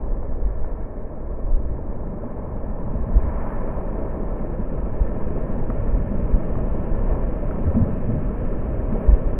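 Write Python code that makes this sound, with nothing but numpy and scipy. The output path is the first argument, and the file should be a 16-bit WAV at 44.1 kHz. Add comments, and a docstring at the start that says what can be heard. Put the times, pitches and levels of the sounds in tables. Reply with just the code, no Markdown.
"""Surfboard in slow motion

A surfboard runs along a wave, heard from a waterproof camera case close above the water.
The rail throws a rush of bubbles and spray; water churns under the board and surges over bumps,
growing louder and brighter as the board gathers speed. Air pockets gulp below, wind rumbles and
buffets the case, and a few drops tick on it. The case muffles the rush and the droplets."""
import sys
import numpy as np
from scipy import signal
from scipy.fft import rfft, irfft, next_fast_len
from scipy.io import wavfile
from scipy.ndimage import uniform_filter1d

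SR = 44100
rng = np.random.default_rng(int(sys.argv[2]) if len(sys.argv) > 2 else 0)


def persist_wave(psi):
    """Save psi, clipped to +-1, as 16-bit WAV."""
    counts = np.round(np.clip(psi, -1, 1) * 32767).astype(np.int16)
    wavfile.write(sys.argv[1], SR, np.atleast_2d(counts).T)


N = 414089
TIME = np.arange(N) / SR

# what the case walls let through, falling in steps above each resonance: freq_hz, gain_db
CASE_RESPONSE = [(300, -0.5), (635, -0.5), (695, -8), (745, -8), (1050, -7.5), (1130, -8.5), (1205, -14.5),
                 (1320, -9.5), (1430, -16), (1800, -9), (1950, -19.5), (2190, -14), (2340, -17.5),
                 (4000, -16.5)]
# thrown sheets of water landing beside the board: centre_s, half_length_s, cloud_db, spray_rise_db
SPLASHES = [(0.697, 0.24, -53, 4), (3.44, 0.25, -41.5, 7), (7.05, .19, -46.5, 0.5)]


def rush(rush_db, gain_db=1.9, flutter_db=0.77):
    """The rail pushes a deep wash aside and peels off a thin sheet that tears into dense bubbles."""
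    # tone of the deep wash: freq_hz, gain_db
    wash_colour = [(100, -16), (280, 0), (450, -0.5), (630, -2.5), (800, -8.5), (1200, -18.5), (2000, -31),
                   (3200, -51)]
    # tone of the thin sheet, which sounds higher: freq_hz, gain_db
    sheet_colour = [(150, -23.5), (330, -4.5), (500, -1), (630, 0.5), (1000, 0.5), (1300, -6),
                    (2000, -23.5), (3200, -49.5)]
    # balance of the sheet against the wash: time_s, balance_db
    sheet_balance = [(0, -2), (1.8, -2.5), (2.4, 4.5), (3.4, 4), (3.9, 0.5), (6.1, -2.5), (7.1, -1.5),
                     (8.2, -4), (9.39, -3.5)]
    sheet_db, = curves(sheet_balance)
    foam = bubbles(low_hz=423, high_hz=1200, cycles=20, spread_db=2.5, count=3000)
    sheet = unit(colour(rng.standard_normal(N) + undb(-17.5) * foam, sheet_colour))
    wash = unit(colour(rng.standard_normal(N), wash_colour))
    flow = (wash + undb(sheet_db) * sheet) * undb(flutter_db * walk(rate_hz=70))
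    return even(colour(flow, CASE_RESPONSE), span_s=0.25) * undb(rush_db + gain_db)


def churn(rush_db, lumpy_db=1.4):
    """Lumpy turbulence and large bubbles drum under the board, harder over each bump."""
    # low body of the churn: freq_hz, gain_db
    churn_colour = [(50, -16.5), (90, 0.5), (150, -2), (215, -1.5), (250, -4), (300, -13), (500, -37)]
    # how the churn follows the ride: base_db, db_per_speed_doubling, db_per_rush_db
    churn_law = (-30, 7.2, 0.25)
    # bumps in the wave that make the water surge: centre_s, half_length_s, rise_db
    surges = [(2.1, 0.6, 4), (3.0, 0.23, 5), (6.1, 0.51, 3.5), (7.81, 0.12, 7.5), (8.138, .09, 6.5)]
    surge_db = sum(rise_db * swell(s, half_s) for s, half_s, rise_db in surges)
    level_db = follow_ride(churn_law, rush_db) + surge_db
    pockets = bubbles(low_hz=88, high_hz=270, cycles=11, spread_db=2.5, count=500)
    turbulence = rng.standard_normal(N) * undb(lumpy_db * walk(rate_hz=18))
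    flow = turbulence + undb(-22) * pockets
    return even(colour(flow, churn_colour), span_s=0.15) * undb(level_db)


def spray(rush_db, patter_db=0.68, mist_share=0.5):
    """Thrown droplets fall back in flurries and fizz on the water; the finest of them hiss above."""
    # tone of the falling droplets: freq_hz, gain_db
    droplet_colour = [(500, -20.5), (900, -6), (1300, 2.5), (1800, -1.5), (2300, -5), (2700, -18),
                      (3400, -41)]
    # hiss of the fine mist: freq_hz, gain_db
    mist_colour = [(1000, -17), (2000, -7), (2450, 0.5), (2750, -5), (3000, -9), (3500, -17.5),
                   (4000, -39.5)]
    # how droplets and mist follow the ride: base_db, db_per_speed_doubling, db_per_rush_db
    droplet_law = (-49, 5, .55)
    mist_law = (-62, 13, 0.36)
    thrown_db = sum(rise_db * swell(s, half_s) for s, half_s, _, rise_db in SPLASHES)
    droplets_db = follow_ride(droplet_law, rush_db) + thrown_db
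    mist_db = follow_ride(mist_law, rush_db) + mist_share * thrown_db
    fizz = bubbles(low_hz=960, high_hz=2440, cycles=9.6, spread_db=3.0, count=5000)
    patter = colour(rng.standard_normal(N) + undb(-13.5) * fizz, droplet_colour)
    droplets = unit(colour(patter, CASE_RESPONSE))
    mist = unit(colour(rng.standard_normal(N), mist_colour))
    flurries = undb(patter_db * walk(rate_hz=45))
    return flurries * (droplets * undb(droplets_db) + mist * undb(mist_db))


def splash():
    """Each landing sheet drives a cloud of like-sized bubbles under, which swells and clears."""
    # narrow band of the bubble cloud: freq_hz, gain_db
    cloud_colour = [(600, -19), (850, -2.5), (1000, 2), (1130, -8), (1400, -22)]
    cloud = unit(colour(rng.standard_normal(N), cloud_colour))
    return cloud * sum(undb(cloud_db) * swell(s, half_s) for s, half_s, cloud_db, _ in SPLASHES)


def gulps(attack_s=0.0068, gain_db=1.5):
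    """A trapped pocket of air swells into a low note that rises as it nears the surface."""
    # air pockets closing under the board: start_s, pitch_hz, relative_db, t60_s
    pockets = [(2.128, 168, -16, .07), (4.589, 186.5, -13, 0.076), (7.759, 215, -9, 0.2),
               (7.892, 188, -12, 0.067), (8.084, 227, -19, 0.098), (8.92, 206, -14.5, 0.13)]
    out = np.zeros(N)
    for start_s, pitch_hz, relative_db, t60_s in pockets:
        note = ring(pitch_hz, t60_s, glide=0.45)
        attack = 1 - np.exp(-np.arange(len(note)) / SR / attack_s)
        add(out, start_s, undb(relative_db + gain_db) * note * attack)
    return out


def wind(rumble_gain_db=1.23):
    """Small eddies rumble on the case all the time; big ones come as single buffets."""
    # wind strength, gusty at first and then steady: time_s, relative_db
    gusts = [(0, -26), (0.6, -21), (0.9, -29.5), (1.2, -29.5), (1.55, -21.5), (2.25, -31), (3.2, -21.5),
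             (3.5, -24.5), (4.4, -26), (5.2, -22.5), (7.15, -21.5), (7.4, -24), (9.39, -23.5)]
    # tone of the rumble: freq_hz, gain_db
    rumble_colour = [(4, -3.5), (12, 3), (30, 1), (45, -5), (56, -3), (70, -10), (110, -20.5), (200, -39.5),
                     (500, -68)]
    # big eddies that hit the case: centre_s, pitch_hz, peak_db, half_length_s
    buffets = [(0.126, 26, -10, 0.021), (0.466, 45, -18, 0.062), (1.539, 25, -7, 0.04),
               (3.172, 45, -2.5, 0.014), (3.271, 66, -18, 0.031), (5.019, 46, -7, 0.013),
               (5.942, 44, -9.5, 0.022), (6.342, 42, -8.5, 0.014), (7.057, 28, -14, 0.061),
               (7.682, 80, -13.5, 0.026), (7.827, 88, -13, 0.025), (8.121, 112, -20, 0.031),
               (9.092, 48, -1.5, 0.012), (9.132, 46, -3.5, .016), (9.265, 34, -10.5, 0.011)]
    gust_db, = curves(gusts)
    rumble = even(colour(rng.standard_normal(N), rumble_colour), span_s=0.22)
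    out = rumble * undb(gust_db + rumble_gain_db)
    for centre_s, pitch_hz, peak_db, half_s in buffets:
        t = np.arange(-3 * half_s, 3 * half_s, 1 / SR)
        thump = np.cos(2 * np.pi * pitch_hz * t) * np.exp(-(t / half_s) ** 2)
        add(out, centre_s + t[0], undb(peak_db) * thump)
    return out


def drops(t60_s=0.013, overtone_ratio=1.5, overtone_db=-11, attack_s=0.00044, gain_db=4):
    """Each drop knocks two short rings out of the case; its soft contact rounds the attack."""
    # drops striking the case: start_s, pitch_hz, relative_db
    hits = [(0.228, 750, -26), (0.645, 900, -27), (3.503, 980, -24.5), (3.677, 640, -20),
            (5.701, 1210, -22.5), (6.554, 1120, -27), (7.112, 966, -30), (7.510, 1330, -28),
            (7.558, 1260, -33), (7.751, 682, -25)]
    out = np.zeros(N)
    for start_s, pitch_hz, relative_db in hits:
        overtone = undb(overtone_db) * ring(pitch_hz * overtone_ratio, t60_s, glide=0.05)
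        knock = ring(pitch_hz, t60_s, glide=0.05) + overtone
        attack = (1 - np.exp(-np.arange(len(knock)) / SR / attack_s)) ** 2
        add(out, start_s, undb(relative_db + gain_db) * knock * attack)
    return out


def follow_ride(law, rush_db, usual_rush_db=-34):
    """Level in dB of a water sound that grows with the board's speed and the bite of the rail."""
    # the board gathers speed: time_s, share_of_full_speed
    board_speed = [(0, 0.45), (1.9, 0.47), (3.3, .74), (4.6, 0.78), (5.4, 0.89), (6.6, 0.99), (9.39, 0.98)]
    speed, = curves(board_speed)
    base_db, db_per_speed_doubling, db_per_rush_db = law
    return base_db + db_per_speed_doubling * np.log2(speed) + db_per_rush_db * (rush_db - usual_rush_db)


def bubbles(low_hz, high_hz, cycles, spread_db, count):
    """A swarm of bubbles of many sizes, each ringing briefly and rising in pitch."""
    out = np.zeros(N)
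    for when, pitch, strength in rng.random((count, 3)):
        hz = low_hz + (high_hz - low_hz) * pitch
        rarity = -np.log(1 - 0.99 * strength)  # many quiet bubbles, a few loud ones
        gain = undb(spread_db * rarity) * np.sqrt(hz)
        add(out, when * N / SR, gain * ring(hz, cycles / hz, glide=0.22))
    return unit(out)


def ring(hz, t60_s, glide):
    """A dying sine whose pitch rises by the share glide as it fades by 60 dB."""
    t = np.arange(int(t60_s * SR) + 2) / SR
    return np.sin(2 * np.pi * hz * t * (1 + glide * t / t60_s / 2)) * np.exp(-np.log(1000) * t / t60_s)


def colour(x, points):
    """Causal EQ through (freq_hz, gain_db) points, falling 20 dB an octave above the last."""
    size = next_fast_len(N + SR // 2, real=True)
    size += size % 2
    hz, db = np.transpose(points)
    octave = np.log2(np.maximum(np.arange(size // 2 + 1) * SR / size, 1))
    gain_db = np.interp(octave, np.log2(hz), db) - 20 * np.maximum(octave - np.log2(hz[-1]), 0)
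    # folding the cepstrum gives minimum phase: nothing rings ahead of an attack
    cepstrum = irfft(np.log(undb(gain_db)), size)
    cepstrum[1:size // 2] *= 2
    cepstrum[size // 2 + 1:] = 0
    return irfft(rfft(x, size) * np.exp(rfft(cepstrum)), size)[:N]


def walk(rate_hz):
    """A wobble of rms 1 that slides to a new random value rate_hz times a second."""
    hold = int(SR / rate_hz)
    steps = np.repeat(rng.standard_normal(N // hold + 1), hold)
    return unit(uniform_filter1d(steps, hold)[:N])


def even(x, span_s):
    """Hold turbulence steady: rms near 1 over every stretch of span_s."""
    width = int(span_s * SR)
    power = uniform_filter1d(uniform_filter1d(x ** 2, width), width)
    return x / np.sqrt(power + 1e-12)


def swell(centre_s, half_s):
    """A smooth rise and fall around centre_s."""
    return np.exp(-((TIME - centre_s) / half_s) ** 2)


def curves(table):
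    """The columns of a breakpoint table as envelopes, sample by sample."""
    time_s, *columns = np.transpose(table)
    return [np.interp(TIME, time_s, column) for column in columns]


def add(out, start_s, sound):
    """Mix a sound in at start_s."""
    start = int(np.clip(start_s * SR, 0, N))
    out[start:start + len(sound)] += sound[:N - start]


def undb(db):
    """Decibels to gain."""
    return 10 ** (np.asarray(db) / 20)


def unit(x):
    """Scale to rms 1."""
    return x / np.sqrt(np.mean(x ** 2))


def scene():
    """Wind and water at the one microphone."""
    # water pushed aside as the rail bites and lets go: time_s, relative_db
    rail_bite = [(0.02, -38), (0.67, -40), (2.57, -37.5), (2.6, -38.5), (3.95, -33.5), (4.76, -36),
                 (5.36, -33.5), (6.03, -35.5), (6.53, -33.5), (7.08, -34), (7.1, -31), (7.28, -34.5),
                 (7.91, -32.5), (7.93, -35), (8.82, -34), (8.9, -34.5), (8.95, -31), (9.37, -35)]
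    rush_db, = curves(rail_bite)
    return (wind() + churn(rush_db) + rush(rush_db) + spray(rush_db) + splash() + drops() + gulps())[None]


def record(dry, dull_hz=3500, slow_rate_hz=12000, top_hz=15000):
    """Slow motion spreads the samples out and joins them by straight lines, leaving a faint sizzle."""
    dull = signal.sosfilt(signal.butter(12, dull_hz, fs=SR, output="sos"), dry[0])
    sparse = signal.resample_poly(dull, slow_rate_hz, SR, window=("kaiser", 10))
    sparse_time = np.arange(len(sparse)) / slow_rate_hz
    oversampled = np.interp(np.arange(4 * N) / (4 * SR), sparse_time, sparse)
    joined = signal.resample_poly(oversampled, 1, 4)
    high_cut = signal.ellip(8, 0.2, 70, top_hz, fs=SR, output="sos")
    return signal.sosfilt(high_cut, joined)[None]


dry = scene()
out = record(dry)
persist_wave(out)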